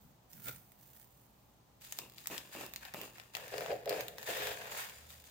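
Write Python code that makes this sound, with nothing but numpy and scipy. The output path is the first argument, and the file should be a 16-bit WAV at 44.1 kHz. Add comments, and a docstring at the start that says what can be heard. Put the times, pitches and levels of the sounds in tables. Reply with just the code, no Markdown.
"""Plastic bags crinkle and snap as a hand digs in a cardboard box: film crackles, folds buckle, creases flip.
First the hand brushes dry moss off the flap and drops it on a heap. Then fingertips knock and rub on
the bottom, and one bagged plant is dragged out in stick-slip jerks that make the box ring.
A small quiet room with a faint mains hum, heard from just above the table."""
import sys
import numpy as np
from scipy import signal
from scipy.fft import rfft, irfft
from scipy.io import wavfile
from scipy.ndimage import uniform_filter1d

SR = 44100
rng = np.random.default_rng(int(sys.argv[2]) if len(sys.argv) > 2 else 0)


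def master(y):
    """Save y as 16-bit WAV."""
    cut = np.clip(np.atleast_2d(y).T, -1, 1)
    pcm = np.round(cut * 32767)  # scale
    wavfile.write(sys.argv[1], SR, pcm.astype(np.int16))


N = 233881

# Levels in the tables are relative: each layer sets its own gain.
# fingertips land on the bottom and rub along it: t/s, knock level/dB, rub length/s, rub level/dB
TOUCHES = [(1.987, -44, 0.058, -57), (2.301, -39.5, 0.031, -48), (2.551, -35, 0.092, -50),
           (2.945, -31, 0.097, -51)]
# midrange spectrum of broad plastic folds buckling: f/Hz, level/dB
FOLD_COLOUR = [(300, -28), (700, 0.5), (1000, -1), (1250, -4.5), (1800, 0.5), (2600, -2.5), (3300, -8.5),
               (5000, -11.5), (10000, -36.5)]
# bright spectrum of a crease snapping: f/Hz, level/dB
SNAP_COLOUR = [(600, -22.5), (1800, 2), (4000, 2.5), (7500, -2.5), (11000, -7), (16000, -6.5)]


def from_db(db):
    """Decibels to gain."""
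    return 10 ** (np.asarray(db) / 20)


def rms_one(x):
    """Scale to unit power."""
    return x / np.sqrt(np.mean(x ** 2) + 1e-20)


def evened(x, size=1300):
    """Hold the short-term power at one while keeping the grain."""
    power = uniform_filter1d(np.mean(x ** 2, axis=0), size)
    return x / np.sqrt(np.abs(power) + 1e-12)


def panned(x, pan_db):
    """Pan by level difference; positive is left."""
    return x * from_db([[pan_db / 2], [-pan_db / 2]])


def colour(x, spectrum, size=4096):
    """Minimum-phase EQ through (f/Hz, level/dB) points, so nothing rings ahead of an attack."""
    hz, db = np.transpose(spectrum)
    grid = np.maximum(np.fft.rfftfreq(size, 1 / SR), 1)
    response = from_db(np.interp(np.log(grid), np.log(hz), db))
    cepstrum = irfft(np.log(response))
    cepstrum[1:size // 2] *= 2
    cepstrum[size // 2 + 1:] = 0
    impulse = irfft(np.exp(rfft(cepstrum)))
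    return signal.oaconvolve(np.atleast_2d(x), impulse[None], axes=1)[:, :x.shape[-1]]


def diffuse(size, apart_hz, bass_apart_db=-15):
    """Stereo noise at two close points: much alike in the bass, unrelated in the treble."""
    mid, side = rng.standard_normal((2, size))
    bass = signal.sosfilt(signal.butter(1, apart_hz, "low", fs=SR, output="sos"), side)
    side = side - (1 - from_db(bass_apart_db)) * bass
    return mid + side * [[1], [-1]]


def scatter(x, t60, wet_db):
    """The direct sound plus a dying stereo tail of reflections."""
    t = np.arange(int(t60 * SR) + 2) / SR
    tail = diffuse(SR, apart_hz=378)[:, :len(t)] * from_db(-60 * t / t60)
    impulse = (t == 0) + from_db(wet_db) * rms_one(tail) / np.sqrt(len(t))
    return signal.oaconvolve(np.broadcast_to(x, (2, N)), impulse, axes=1)[:, :N]


def drift(spread_db, count=60):
    """A gain that wanders through `count` random levels."""
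    return np.interp(np.arange(N), np.linspace(0, N, count), from_db(spread_db * rng.standard_normal(count)))


def clicks(events):
    """One impulse per (t/s, level/dB) row."""
    out = np.zeros(N)
    for s, db in events:
        out[int(s * SR)] += from_db(db)
    return out


def grains(per_s, spread_db):
    """Random clicks of either sign; a positive spread makes a few stand out."""
    chance, size, sign = rng.random((3, N))
    born = chance < per_s / SR
    strength = np.minimum(-np.log(1 - size[born]), 4)
    out = np.zeros(N)
    out[born] = from_db(spread_db * strength) * np.sign(sign[born] - .5)
    return out


def rustle(gain, spectrum, per_s, spread_db, t60, wet_db, shift_db=5.5, crowding=.8, count=6):
    """Tiny fractures, denser when louder, at spots that take turns; each spot has its own ring."""
    rate = per_s * np.clip(gain / from_db(-60), .3, 8) ** crowding  # per_s holds at a gain of -60 dB
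    spots = sum(scatter(grains(rate / count, spread_db) * drift(shift_db), t60, wet_db)
                for _ in range(count))
    return gain * evened(colour(spots, spectrum))


def strokes(rows, attack_s, fall_db_per_s, settle_db=-18, settle_db_per_s=40):
    """Envelope of (t/s, length/s, level/dB) strokes: each swells, holds, drops, then settles slowly."""
    t, power = np.arange(N) / SR, 0
    for start, length, db in rows:
        attack = np.clip((t - start) / attack_s, 0, 1)
        after = np.maximum(t - start - length, 0)
        release_db = np.maximum(-fall_db_per_s * after, settle_db - settle_db_per_s * after)
        power = power + (attack * from_db(db + release_db)) ** 2
    return np.sqrt(power)


def rubbing():
    """How hard the fingertips rub after each landing."""
    rubs = [(s, length, db) for s, _, length, db in TOUCHES]
    return strokes(rubs, attack_s=0.0099, fall_db_per_s=223, settle_db=-11.5, settle_db_per_s=37)


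def pulling():
    """How hard the bag is pulled."""
    # tugs over the cardboard: t/s, length/s, level/dB
    pulls = [(3.345, 0.13, -55), (3.515, 0.18, -45.5), (3.688, 0.044, -35.5), (3.855, 0.1, -39.5),
             (3.96, 0.036, -40), (4.275, 0.033, -41.5), (4.345, 0.17, -44.5), (4.53, 0.26, -54.5)]
    return strokes(pulls, attack_s=0.012, fall_db_per_s=280, settle_db=-15, settle_db_per_s=27.5)


def room_tone():
    """Still air, a faint mains hum, and a deeper hum that swells as the bag comes up."""
    # spectrum of the room air: f/Hz, level/dB
    air_colour = [(25, -8), (40, 2), (58, 16.5), (90, 4.5), (180, 8), (350, 0.5), (850, 1.5), (1700, -11),
                  (4000, -11.5), (10000, -20.5), (16000, -38)]
    # swells of the deep hum: t/s, length/s, level/dB
    swells = [(4.38, 0.13, -65.5), (4.92, 0.285, -64.5)]
    t = np.arange(N) / SR
    air = rms_one(colour(diffuse(N, apart_hz=620), air_colour))
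    mains = np.sin(2 * np.pi * 120 * t)
    deep_hum = np.sqrt(2) * np.sin(2 * np.pi * 75.5 * t)
    swell = strokes(swells, attack_s=0.063, fall_db_per_s=146)
    return from_db(-67) * air + from_db(-75.5) * mains + swell * deep_hum


def box_sway():
    """The box rumbles under the hand, more when it is rubbed, pulled or nudged."""
    # nudges that rock the box on the table: t/s, length/s, level/dB
    nudges = [(0, 0.05, -61.5), (0.33, 0.23, -59), (3.55, 0.044, -59.5), (3.9, 0.17, -61.5)]
    # spectrum of the rumble: f/Hz, level/dB
    sway_colour = [(25, -27.5), (60, -10.5), (95, -7.5), (122, 3.5), (150, -4.5), (200, -5.5), (280, -14),
                   (600, -36.5)]
    rocking = strokes(nudges, attack_s=0.015, fall_db_per_s=106)
    rest_power = from_db(-69) ** 2
    hand_power = from_db(-35) ** 2 * rubbing() + from_db(-37.5) ** 2 * pulling() + rocking ** 2
    rumble = evened(colour(diffuse(N, apart_hz=760), sway_colour), size=3000)
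    return from_db(-2) * np.sqrt(rest_power + hand_power) * rumble


def flap_boom(hz=126, swell_s=0.029):
    """The pushed flap swings into a soft low boom."""
    # the side flap flexes: t/s, level/dB
    thumps = [(.445, -52), (3.9, -55)]
    t = np.arange(SR // 2) / SR
    boom = t / swell_s * np.exp(1 - t / swell_s) * np.sin(2 * np.pi * hz * t)
    return signal.fftconvolve(clicks(thumps), boom)[:N]


def moss():
    """Brittle strands crackle between the fingers and scrape over the flap."""
    # fingers gather, sweep and drop the moss: t/s, length/s, level/dB
    pinches = [(0, 0.11, -92), (0.29, 0.27, -67), (0.425, 0.064, -56.5), (0.78, 0.19, -70.5),
               (0.93, 0.1, -68.5), (1.08, 0.17, -77), (1.24, 0.3, -85)]
    # fingers brush the flap: t/s, length/s, level/dB
    brushes = [(0.35, 0.11, -69.5), (0.45, 0.039, -47.5)]
    # crisp spectrum of the strands: f/Hz, level/dB
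    moss_colour = [(500, -37), (1500, 1.5), (3000, -0.5), (5000, 0.5), (8000, 1), (11000, 2.5), (16000, 2)]
    # hollow spectrum of the brushed flap: f/Hz, level/dB
    brush_colour = [(250, -2), (500, 6), (950, -8), (1150, -11), (1370, 9), (1750, -8), (2300, 0.5),
                    (2700, -15), (3300, -5.5), (6000, -12.5)]
    pinch = strokes(pinches, attack_s=0.018, fall_db_per_s=227, settle_db=-14.5, settle_db_per_s=32)
    brush = strokes(brushes, attack_s=0.02, fall_db_per_s=400, settle_db=-26, settle_db_per_s=77)
    strands = rustle(pinch, moss_colour, per_s=5500, spread_db=4.5, t60=0.021, wet_db=7)
    flap = rustle(brush, brush_colour, per_s=710, spread_db=7.5, t60=0.027, wet_db=10)
    return panned(from_db(4) * strands + from_db(2.5) * flap, pan_db=1.5)


def fingertips():
    """Soft knocks on the bottom, each followed by a papery rasp."""
    # dull spectrum of knocked cardboard: f/Hz, level/dB
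    knock_colour = [(90, -15), (230, 4.5), (400, -4), (850, 2), (1500, -7), (3000, -9), (6000, -26)]
    # spectrum of rubbed cardboard: f/Hz, level/dB
    rub_colour = [(90, -31), (190, -5), (340, 5), (520, 3.5), (830, -2.5), (1150, -2), (1500, -13),
                  (2000, -15), (2750, 2), (3500, -21), (6000, -27)]
    landings = clicks([(s, db) for s, db, _, _ in TOUCHES])
    knocks = from_db(25.5) * colour(scatter(landings, t60=0.025, wet_db=0), knock_colour)
    rub = rustle(rubbing(), rub_colour, per_s=780, spread_db=2, t60=0.029, wet_db=-7.5)
    return panned(knocks + rub, pan_db=0.2)


def box_rings(force, band_hz=(365, 800)):
    """The cardboard panels and the air between them ring in a few modes, each from its own side."""
    # modes of the box: f/Hz, level/dB, t60/s, pan/dB
    modes = [(321, 1, 0.061, 1.5), (425.4, -9.5, 0.36, -2.5), (450, -5.5, 0.14, 4), (483.5, 0.5, 0.094, -4),
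             (518, -2, 0.06, 19), (573, -5.5, 0.082, -14), (640, -3.5, 0.061, 11.5),
             (680, -8.5, 0.068, -19), (810, -15, 0.012, -13)]
    out = 0
    for hz, db, t60, pan_db in modes:
        radius, angle = from_db(-60 / (t60 * SR)), 2 * np.pi * hz / SR
        ring = signal.lfilter([1, 0, -1], [1, -2 * radius * np.cos(angle), radius ** 2], force + 1e-18)
        out = out + from_db(db) * panned(ring, pan_db)
    return signal.sosfilt(signal.butter(4, band_hz, "band", fs=SR, output="sos"), out)


def bag_drag():
    """The bag sticks and slips on the cardboard; each slip kicks the box and rasps the film."""
    # the strongest slips: t/s, level/dB
    slips = [(3.539, -30.5), (3.582, -35.5), (3.618, -33), (3.715, -30), (3.875, -31), (3.906, -28),
             (3.926, -27), (3.942, -33), (4.289, -33.5)]
    kicks = clicks(slips)
    judder = pulling() * evened(box_rings(grains(per_s=450, spread_db=0)))
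    rasp = colour(scatter(kicks, t60=0.042, wet_db=16.5), FOLD_COLOUR)
    box = from_db(-1) * judder + from_db(-16) * box_rings(kicks)
    return box + from_db(5.5) * panned(rasp, pan_db=6)


def bag_crinkle():
    """Thin film crackles and ticks; larger folds buckle lower, in fits; sliding film swishes."""
    # the hand squeezes the bags: t/s, length/s, crackle level/dB, fold level/dB
    squeezes = [(1.802, 0.21, -60.5, -67), (2.15, 0.17, -64.5, -69), (2.299, 0.054, -52.5, -50),
                (2.516, 0.13, -57, -55), (2.804, 0.079, -64.5, -54), (2.945, 0.11, -58.5, -60.5),
                (3.134, 0.081, -66.5, -62.5), (3.327, 0.19, -62.5, -54.5), (3.502, 0.14, -59, -51.5),
                (3.654, 0.054, -60.5, -47.5), (3.878, 0.14, -55.5, -47.5), (4.163, 0.081, -61, -57.5),
                (4.253, 0.062, -49, -43.5), (4.333, 0.18, -50.5, -44.5), (4.55, 0.18, -61, -51.5),
                (4.7, 0.068, -52, -50), (4.759, 0.06, -49.5, -45), (5.081, 0.051, -60.5, -64.5),
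                (5.236, 0.067, -65.5, -69)]
    # film slides over film as the bag comes free: t/s, length/s, level/dB
    slides = [(4.26, 0.26, -48)]
    # bright spectrum of crackling film: f/Hz, level/dB
    crackle_colour = [(1000, -12), (2500, 2.5), (3800, 5.5), (5600, 1), (7000, 1.5), (10000, -1.5),
                      (13000, -5.5), (16000, -8.5)]
    # narrow spectrum of sliding film: f/Hz, level/dB
    slide_colour = [(1800, -24), (3450, 6), (4600, -10), (12000, -21)]
    film = strokes([(s, length, db) for s, length, db, _ in squeezes],
                   attack_s=0.016, fall_db_per_s=198, settle_db=-11, settle_db_per_s=30.5)
    bend = strokes([(s, length, db) for s, length, _, db in squeezes],
                   attack_s=0.023, fall_db_per_s=219.5, settle_db=-11, settle_db_per_s=47.5)
    crackle = rustle(film * drift(spread_db=1.27, count=340), crackle_colour,
                     per_s=3500, spread_db=-0.5, t60=0.021, wet_db=15.5)
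    folds = rustle(bend * drift(spread_db=1.37, count=340), FOLD_COLOUR,
                   per_s=1100, spread_db=4, t60=0.026, wet_db=23)
    strays = scatter(grains(per_s=28, spread_db=3), t60=0.0062, wet_db=7.5)
    ticks = np.sqrt(film) * colour(strays, SNAP_COLOUR)
    hiss = rms_one(colour(rng.standard_normal((2, N)), slide_colour))
    swish = strokes(slides, attack_s=0.05, fall_db_per_s=260) * hiss
    bright = from_db(3) * crackle + from_db(-12) * ticks
    return panned(bright, pan_db=2) + panned(from_db(2) * folds, pan_db=1) + swish


def crease_snaps(flip_s=0.001, ring_t60=0.044, ring_db=-14, crease_db=7, crease_width=0.24, size=4096):
    """A crease flips in a millisecond-long burst, rings at its own pitch and echoes in the box."""
    # the loudest creases snapping through: t/s, level/dB, pan/dB, body level/dB, f/Hz
    creases = [(0.3314, -46, -4, -2, 5500), (0.4674, -52, -9, 4, 1480), (0.4846, -38, 9, -3, 1340),
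               (0.5601, -47.5, 0, -5, 9200), (0.7188, -52.5, -1, -4, 9500), (0.83, -58, -3, -5, 6170),
               (1.0142, -53, -5, -6, 8800), (1.923, -30, 4, 2, 6900), (1.9873, -28.5, 3, 8, 7250),
               (2.1817, -41, 8, -14, 3800), (2.2578, -39, 4, 12, 1550), (2.271, -28.5, 0, 0, 7460),
               (2.379, -30, 7, -12, 5300), (2.61, -36, 0, 14, 2790), (2.7362, -36, -2, 2, 1950),
               (2.7603, -30.5, 5, -2, 4470), (2.851, -38, 6, 9, 1760), (2.938, -35.5, 2.5, -4, 1940),
               (3.0137, -34.5, -2, -6, 2870), (3.1822, -42.5, -4, 18, 1520), (3.198, -40, 10, 11, 3040),
               (3.3505, -28.5, 10.5, 3, 3500), (3.3678, -31.5, 1, 7, 1320), (3.48, -41, 6, 7, 2010),
               (3.5804, -32, 6, -8, 1780), (3.607, -32, 6, 12, 1560), (3.6607, -31, 7, 13, 1720),
               (3.8574, -37.5, 0, 12, 1560), (3.8937, -28.5, 3.5, -14, 4200), (4.0075, -30, 2, 9, 2360),
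               (4.0819, -34, 4, 0, 1590), (4.1826, -35, 1, 14, 3400), (4.2282, -36.5, 3.5, 9, 2510),
               (4.47, -28, 4, 11, 1240), (4.8958, -40, -1, 3, 2300), (5.1038, -43.5, -1, -1, 3490)]
    t = np.arange(size) / SR
    flip = np.exp(-(2 * (t - flip_s) / flip_s) ** 2)
    decay = (t > flip_s) * from_db(ring_db - 60 * (t - flip_s) / ring_t60)
    out = np.zeros((2, N + size))
    for s, db, pan_db, body_db, hz in creases:
        tick, body, crease = rng.standard_normal((3, 2, size)) * (flip + decay)
        body = from_db(body_db) * colour(body, FOLD_COLOUR)
        crease = from_db(crease_db) * signal.lfilter(*signal.iirpeak(hz, 1 / crease_width, fs=SR), crease)
        snap = colour(tick, SNAP_COLOUR) + body + crease
        power = np.mean(np.sum(snap ** 2, axis=1))
        at = int(s * SR)
        out[:, at:at + size] += panned(snap, pan_db) * from_db(db) / np.sqrt(power)
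    return from_db(15) * scatter(out[:, :N], t60=0.049, wet_db=-10)


def scene():
    """The handling sounds share one small room, over a bed of low box noise and room tone."""
    handling = moss() + bag_crinkle() + crease_snaps() + fingertips() + bag_drag()
    return scatter(handling, t60=0.35, wet_db=-9.5) + flap_boom() + box_sway() + room_tone()


def record(dry, cutoff_hz=16000):
    """The right microphone port rings in the high treble; the top is cut on both sides."""
    # response of the right port: f/Hz, level/dB
    right_port = [(100, -1), (1000, 0.5), (2400, -2.5), (5000, -4), (7000, 3), (10500, -1.5), (12500, 7),
                  (15200, 16.5), (16500, -4)]
    ports = np.vstack([dry[0], colour(dry[1], right_port)[0]])
    return signal.sosfilt(signal.ellip(10, .2, 70, cutoff_hz, fs=SR, output="sos"), ports)


dry = scene()
out = record(dry)
master(out)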